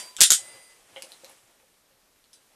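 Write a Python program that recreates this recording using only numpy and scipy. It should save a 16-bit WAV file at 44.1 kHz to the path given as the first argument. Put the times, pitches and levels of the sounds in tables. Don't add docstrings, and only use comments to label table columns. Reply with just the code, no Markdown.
import sys
import numpy as np
from scipy import signal
from scipy.fft import rfft, irfft
from scipy.io import wavfile

SR = 44100
rng = np.random.default_rng(int(sys.argv[2]) if len(sys.argv) > 2 else 0)


def put_to_file(sound):
    columns = np.atleast_2d(sound).T
    safe = np.clip(columns, -1, 1)
    whole_steps = np.round(safe * 32767)
    wavfile.write(sys.argv[1], SR, whole_steps.astype(np.int16))


def boost_factor(decibels):
    exponent = np.asarray(decibels, float) / 20
    return 10 ** exponent


N = 112454
LEAD_S = .1
L = N + int(LEAD_S * SR)


def rms_one(x):
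    return x / np.sqrt(np.mean(x ** 2) + 1e-20)


def at_hz(points, hz):
    table_hz, value = np.array(points).T
    return np.interp(np.log(hz), np.log(table_hz), value)


def place(s):
    return int((s + LEAD_S) * SR)


def drift(rate):
    r = np.exp(-80 * np.pi * rate / SR)
    noise = rng.standard_normal(L // 40 + 2002)
    slow = signal.lfilter([1], [1, -2 * r, r * r], noise)[2000:]
    return np.interp(np.arange(L) / 40, np.arange(len(slow)), rms_one(slow))


def ring(x, hz, t60):
    r, w = boost_factor(-60 / (t60 * SR)), 2 * np.pi * hz / SR
    return signal.lfilter([0, np.sin(w)], [1, -2 * r * np.cos(w), r * r], x + 1e-18)


def bands():
    edges = 20 * 2 ** np.arange(0, 9.8, .5)
    return [(np.sqrt(a * b), signal.butter(2, [a, b], "band", fs=SR, output="sos"))
            for a, b in zip(edges, edges[1:])]


def banded_noise(spectrum, patchy_db, rate):
    white, together = rng.standard_normal((2, L)), drift(rate)
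    total = np.zeros(L)
    for k, (hz, sos) in enumerate(bands()):
        flicker_db = patchy_db * (0.44 * together + drift(2 * rate))
        total += boost_factor(at_hz(spectrum, hz) + flicker_db) * signal.sosfilt(sos, white[k % 2])
    return rms_one(total)


def causal(gain_db):
    cep = irfft(gain_db * np.log(10) / 20)
    cep[1:len(cep) // 2] *= 2
    cep[len(cep) // 2 + 1:] = 0
    return np.exp(rfft(cep))


def hiss():
    # (frequency [Hz], density [dB per Hz])
    hiss_colour = [(15, -31), (25, -1.5), (53, -10.5), (579, -8), (735, -10.5), (1130, -11), (2940, -13.5),
                   (8980, -16.5), (13400, -16.5), (14500, -24)]
    return boost_factor(-65) * banded_noise(hiss_colour, .5, rate=4.0)


def rustle():
    # (time [s], level [dB], treble lift [dB])
    movement = [(0, -45, 1), (0.138, -60, 3), (.38, -53.5, 3.5), (.56, -50, -4), (.64, -59.5, 1.5),
                (0.852, -60, -3.5), (.95, -54, -4.5), (1.098, -53, -2.5), (1.199, -59.5, 1.5),
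                (1.299, -53, -3.5), (1.42, -66.5, 3), (1.5, -62, -5), (1.7, -73.5, 3), (1.92, -74, -4),
                (2.101, -78.5, 0), (2.3, -78, 4), (2.45, -69.5, -0.5), (2.55, -63.5, -6)]
    # (frequency [Hz], density [dB per Hz])
    cloth_colour = [(40, -40.5), (120, -15), (300, -7), (550, -2), (900, -5), (1300, -9.5), (2500, -8.5),
                    (5000, -11.5), (9000, -6.5), (13500, -19)]
    treble_from_hz = 2300
    s, db, lift_db = np.transpose(movement)
    t = np.arange(L) / SR - LEAD_S
    cloth = banded_noise(cloth_colour, 0.96, rate=14.0)
    treble = signal.sosfilt(signal.butter(2, treble_from_hz, "high", fs=SR, output="sos"), cloth)
    dull = signal.sosfilt(signal.butter(2, treble_from_hz, fs=SR, output="sos"), cloth)
    return boost_factor(np.interp(t, s, db)) * (dull - boost_factor(np.interp(t, s, lift_db)) * treble)


def bumps():
    # (time [s], level [dB])
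    pushes = [(0.418, -64), (.54, -65), (.925, -64), (1.43, -67), (1.936, -69), (2.441, -73)]
    hz, t60_s = 115, 0.08
    clicks = np.zeros(L)
    for s, db in pushes:
        clicks[place(s)] = boost_factor(db)
    softened = ring(clicks, hz, t60_s / 2)
    return ring(softened, hz, t60_s) * 2 * np.pi * hz / SR


def knocks():
    # (time [s], level of the 2 kHz ring [dB], level of the hollow thud [dB])
    contacts = [(.44, -68, -51), (0.549, -63, -55), (.9617, -29, -49), (.9688, -29, -52), (.979, -35, -56),
                (1.036, -53, -50), (1.235, -49, -50.5), (1.258, -45, -54), (1.297, -72, -59),
                (1.60, -58, -62), (1.63, -72, -62), (1.91, -66.5, -63)]
    # (frequency [Hz], level [dB], t60 [s])
    mid_modes = [(2140, 0.5, 0.0071), (1790, -29, 0.012), (2900, -3, 0.0056)]
    # (frequency [Hz], level [dB], t60 [s])
    thud_modes = [(539, 2, 0.12), (817, -1, 0.15), (370, -3, 0.021), (635, 5, 0.035)]
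    decay_ms = 1.2
    out, t = np.zeros(L), np.arange(1024) / SR
    for column, modes in ((1, mid_modes), (2, thud_modes)):
        contact = np.zeros(L)
        scuffs = rng.standard_normal((len(contacts), len(t))) * np.exp(-1000 * t / decay_ms)
        for row, scuff in zip(contacts, scuffs):
            start = place(row[0])
            contact[start:start + len(t)] += boost_factor(row[column]) * scuff / np.sqrt(np.sum(scuff ** 2))
        for hz, level_db, t60 in modes:
            near_mode = signal.butter(1, [hz / 1.5, hz * 1.5], "band", fs=SR, output="sos")
            out += boost_factor(level_db) * ring(signal.sosfilt(near_mode, contact), hz, t60)
    return out


def ticks():
    # (time [s], level [dB], low resonance [Hz], high resonance against low [dB], crack [dB])
    contacts = [(0.519, -51, 6560, -27, 5), (0.723, -55, 2800, -36, 3), (1.0224, -31, 2900, 5, 16),
                (1.0256, -38, 4600, -10, 12), (1.034, -46, 4700, -10, 16), (1.049, -45, 7240, -4, 11),
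                (1.1195, -33, 4100, -2, 4), (1.2453, -31, 4170, -12, 9), (1.255, -48, 4540, -10, 15),
                (1.2968, -52, 4000, 15, 2), (1.315, -62, 4040, 21, 6), (1.408, -64, 3980, 10, 6),
                (1.599, -54, 2523, -20, 4), (2.161, -58, 1546, -18, 11), (2.2415, -52, 4300, -20, 11)]
    high_hz, crack_ms = 10700, .8
    low_t60_s, high_t60_s = .008, .003
    out, t = np.zeros(L + 2048), np.arange(2048) / SR
    noises = rng.standard_normal((len(contacts), len(t)))
    for (s, db, low_hz, high_db, crack_db), noise in zip(contacts, noises):
        crack_band = signal.butter(3, [low_hz / 2, 11800], "band", fs=SR, output="sos")
        crack = signal.sosfilt(crack_band, noise * np.exp(-1000 * t / crack_ms))
        click = signal.sosfilt(signal.butter(1, low_hz / 2, "high", fs=SR, output="sos"), t == 0)
        tick = ring(click, low_hz, low_t60_s) - boost_factor(high_db) * ring(click, high_hz, high_t60_s)
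        tick = tick + boost_factor(crack_db) * crack / np.sqrt(np.sum(crack ** 2))
        out[place(s):place(s) + len(t)] += boost_factor(db) * tick
    return out[:L]


def grate():
    # (frequency [Hz], level [dB], t60 [s])
    pivot_modes = [(1550, 0, .012), (2850, -1, .008), (3500, -3, .006)]
    start_s, length_s, level_db = .185, .022, -41
    slips, count = np.zeros(L), int(length_s * SR)
    slips[place(start_s):place(start_s) + count] = rng.standard_normal(4096)[:count]
    sound = sum(boost_factor(db) * ring(slips, hz, t60) / np.sqrt(t60) for hz, db, t60 in pivot_modes)
    return boost_factor(level_db) * sound / np.sqrt(np.sum(sound ** 2) / count)


def steel():
    mode_hz = [1007, 2017, 3965, 4725, 4811, 5230, 5568, 5940, 7765, 7978, 8123, 8156, 8823, 9102, 9582,
               9846, 11300]
    # (t60 [s], level struck shut [dB], struck open [dB], struck at the jaw [dB])
    mode_levels = [(1.7, -52, -83.5, -95), (1.99, -81, -50.5, -99), (0.86, -59, -53.5, -67),
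                   (0.82, -42, -62, -64), (2.1, -61, -51, -85), (.1, -60, -52, -51), (.4, -54, -58.5, -72),
                   (0.43, -63.5, -55.5, -63), (.25, -52.5, -52, -66), (0.16, -63.5, -52, -66),
                   (0.95, -66.5, -42.5, -60), (0.21, -34.5, -42.5, -77), (1.2, -74, -57.5, -85),
                   (1.8, -73, -47, -81), (0.46, -48.5, -51, -79), (0.2, -59, -48.5, -53),
                   (0.22, -69, -53, -78)]
    struck_s = [-.03, .317, 2.331]
    gripped_s = [.11, .72, 2.36]
    grip_t60_s = .4
    waver_db, waver_per_s = 2.5, 9
    out, t = np.zeros(L), np.arange(L) / SR - LEAD_S
    wavers = [boost_factor(waver_db * drift(waver_per_s)) for hz in mode_hz]
    for k, (struck, gripped) in enumerate(zip(struck_s, gripped_s)):
        click = np.zeros(L)
        click[place(struck)] = 1
        free = sum(boost_factor(levels[k]) * waver * ring(click, hz, t60)
                   for hz, (t60, *levels), waver in zip(mode_hz, mode_levels, wavers))
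        out += free * boost_factor(-60 * np.maximum(t - gripped, 0) / grip_t60_s)
    return out


def snaps():
    # (time [s], level [dB], brightest frequency [Hz], contact [ms], chatter falls to 1/e in twice this)
    releases = [(-.03, -6.5, 7540, 0.71), (0.1662, -19, 6930, 0.7), (0.1849, -38.5, 5004, 6.0),
                (.2035, -24, 3993, 3.7), (0.2064, 6, 7000, .9), (0.2124, 6, 5863, 1.04),
                (0.2173, 6.5, 7512, 1.27), (0.2222, 0, 6500, 0.95), (0.2287, -4.5, 6905, 1.2),
                (0.2346, 8.5, 8483, 0.37), (.2400, -5.5, 6000, 0.54), (0.2999, -26.5, 6000, 3.0),
                (.3040, 5, 6385, 1.1), (0.3179, 5.5, 7500, 0.83), (.3300, -2.5, 8575, .5),
                (0.3364, -9.5, 5870, 1.4), (.3480, -10, 6080, 0.55), (2.3303, -46, 5130, 4.4),
                (2.3410, -49, 4050, 2.4)]
    # (frequency [Hz], density [dB per Hz])
    tool_colour = [(24, -56), (40, -23.5), (942, -22), (1520, -9), (2260, -12), (3560, -2), (4130, -6),
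                   (7930, -2.5), (12500, -10), (16000, -43)]
    peak_db, peak_octaves = 3.5, .4
    rattle_db, rattle_ms = -18.5, 5
    size = 4096
    out = np.zeros(L + size)
    t, hz = np.arange(size) / SR, np.arange(size // 2 + 1) * SR / size + 1
    noises = rng.standard_normal((len(releases), size))
    for (s, db, bright_hz, ms), noise in zip(releases, noises):
        peak = np.exp(-.5 * (np.log2(hz / bright_hz) / peak_octaves) ** 2)
        colour = causal(at_hz(tool_colour, hz) + peak_db * peak)
        chatter = np.exp(-(500 * t / ms) ** 2)
        rattle = boost_factor(rattle_db) * np.exp(-1000 * t / rattle_ms)
        burst = irfft(rfft(noise * (chatter + rattle)) * colour)
        loudness = 2 * np.sqrt(np.sum(burst ** 2) / (ms * SR / 1000))
        out[place(s):place(s) + size] += boost_factor(db) * burst / loudness
    return out[:L]


def room(x):
    # (frequency [Hz], t60 [s])
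    room_t60 = [(200, 0.076), (700, 0.14), (1300, 0.13), (2000, 0.15), (5000, 0.15), (9000, .18),
                (14000, 0.11)]
    # (frequency [Hz], level [dB])
    room_tilt = [(200, -17), (700, -7.5), (1300, -3), (3000, 3), (8000, -0.5), (11500, -0.5), (14000, -7.5)]
    tail_db, start_s, rise_s = -7, 0.0037, 0.01
    echo_s, echo_db = .0054, -5.5
    t = np.arange(int(.6 * SR)) / SR
    white = rng.standard_normal((2, len(t)))
    tail = np.zeros(len(t))
    for k, (hz, sos) in enumerate(bands()):
        fall_db = 60 * t / at_hz(room_t60, hz)
        tail += boost_factor(at_hz(room_tilt, hz) - fall_db) * signal.sosfilt(sos, white[k % 2])
    tail *= np.clip((t - start_s) / rise_s, 0, 1)
    response = boost_factor(tail_db) * tail / np.sqrt(np.sum(tail ** 2))
    response[0] += 1
    response[int(echo_s * SR)] += boost_factor(echo_db)
    return signal.fftconvolve(x, response)[:L]


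def scene():
    clicks = room(snaps() + ticks() + knocks() + grate())
    mix = clicks + steel() + bumps() + rustle() + hiss()
    return mix[None, L - N:]


def top_cut(x):
    return signal.sosfilt(signal.butter(12, 16610, fs=SR, output="sos"), x)


def record(dry):
    cut_hz, soften_hz = 13950, 14500
    overload, hardness = .62, 6.0
    cut = signal.sosfilt(signal.ellip(10, .5, 55, cut_hz, fs=SR, output="sos"), dry)
    clipped = cut / (1 + np.abs(cut / overload) ** hardness) ** (1 / hardness)
    softened = signal.sosfilt(signal.butter(4, soften_hz, fs=SR, output="sos"), clipped)
    return top_cut(softened)


dry = scene()
out = record(dry)
put_to_file(out)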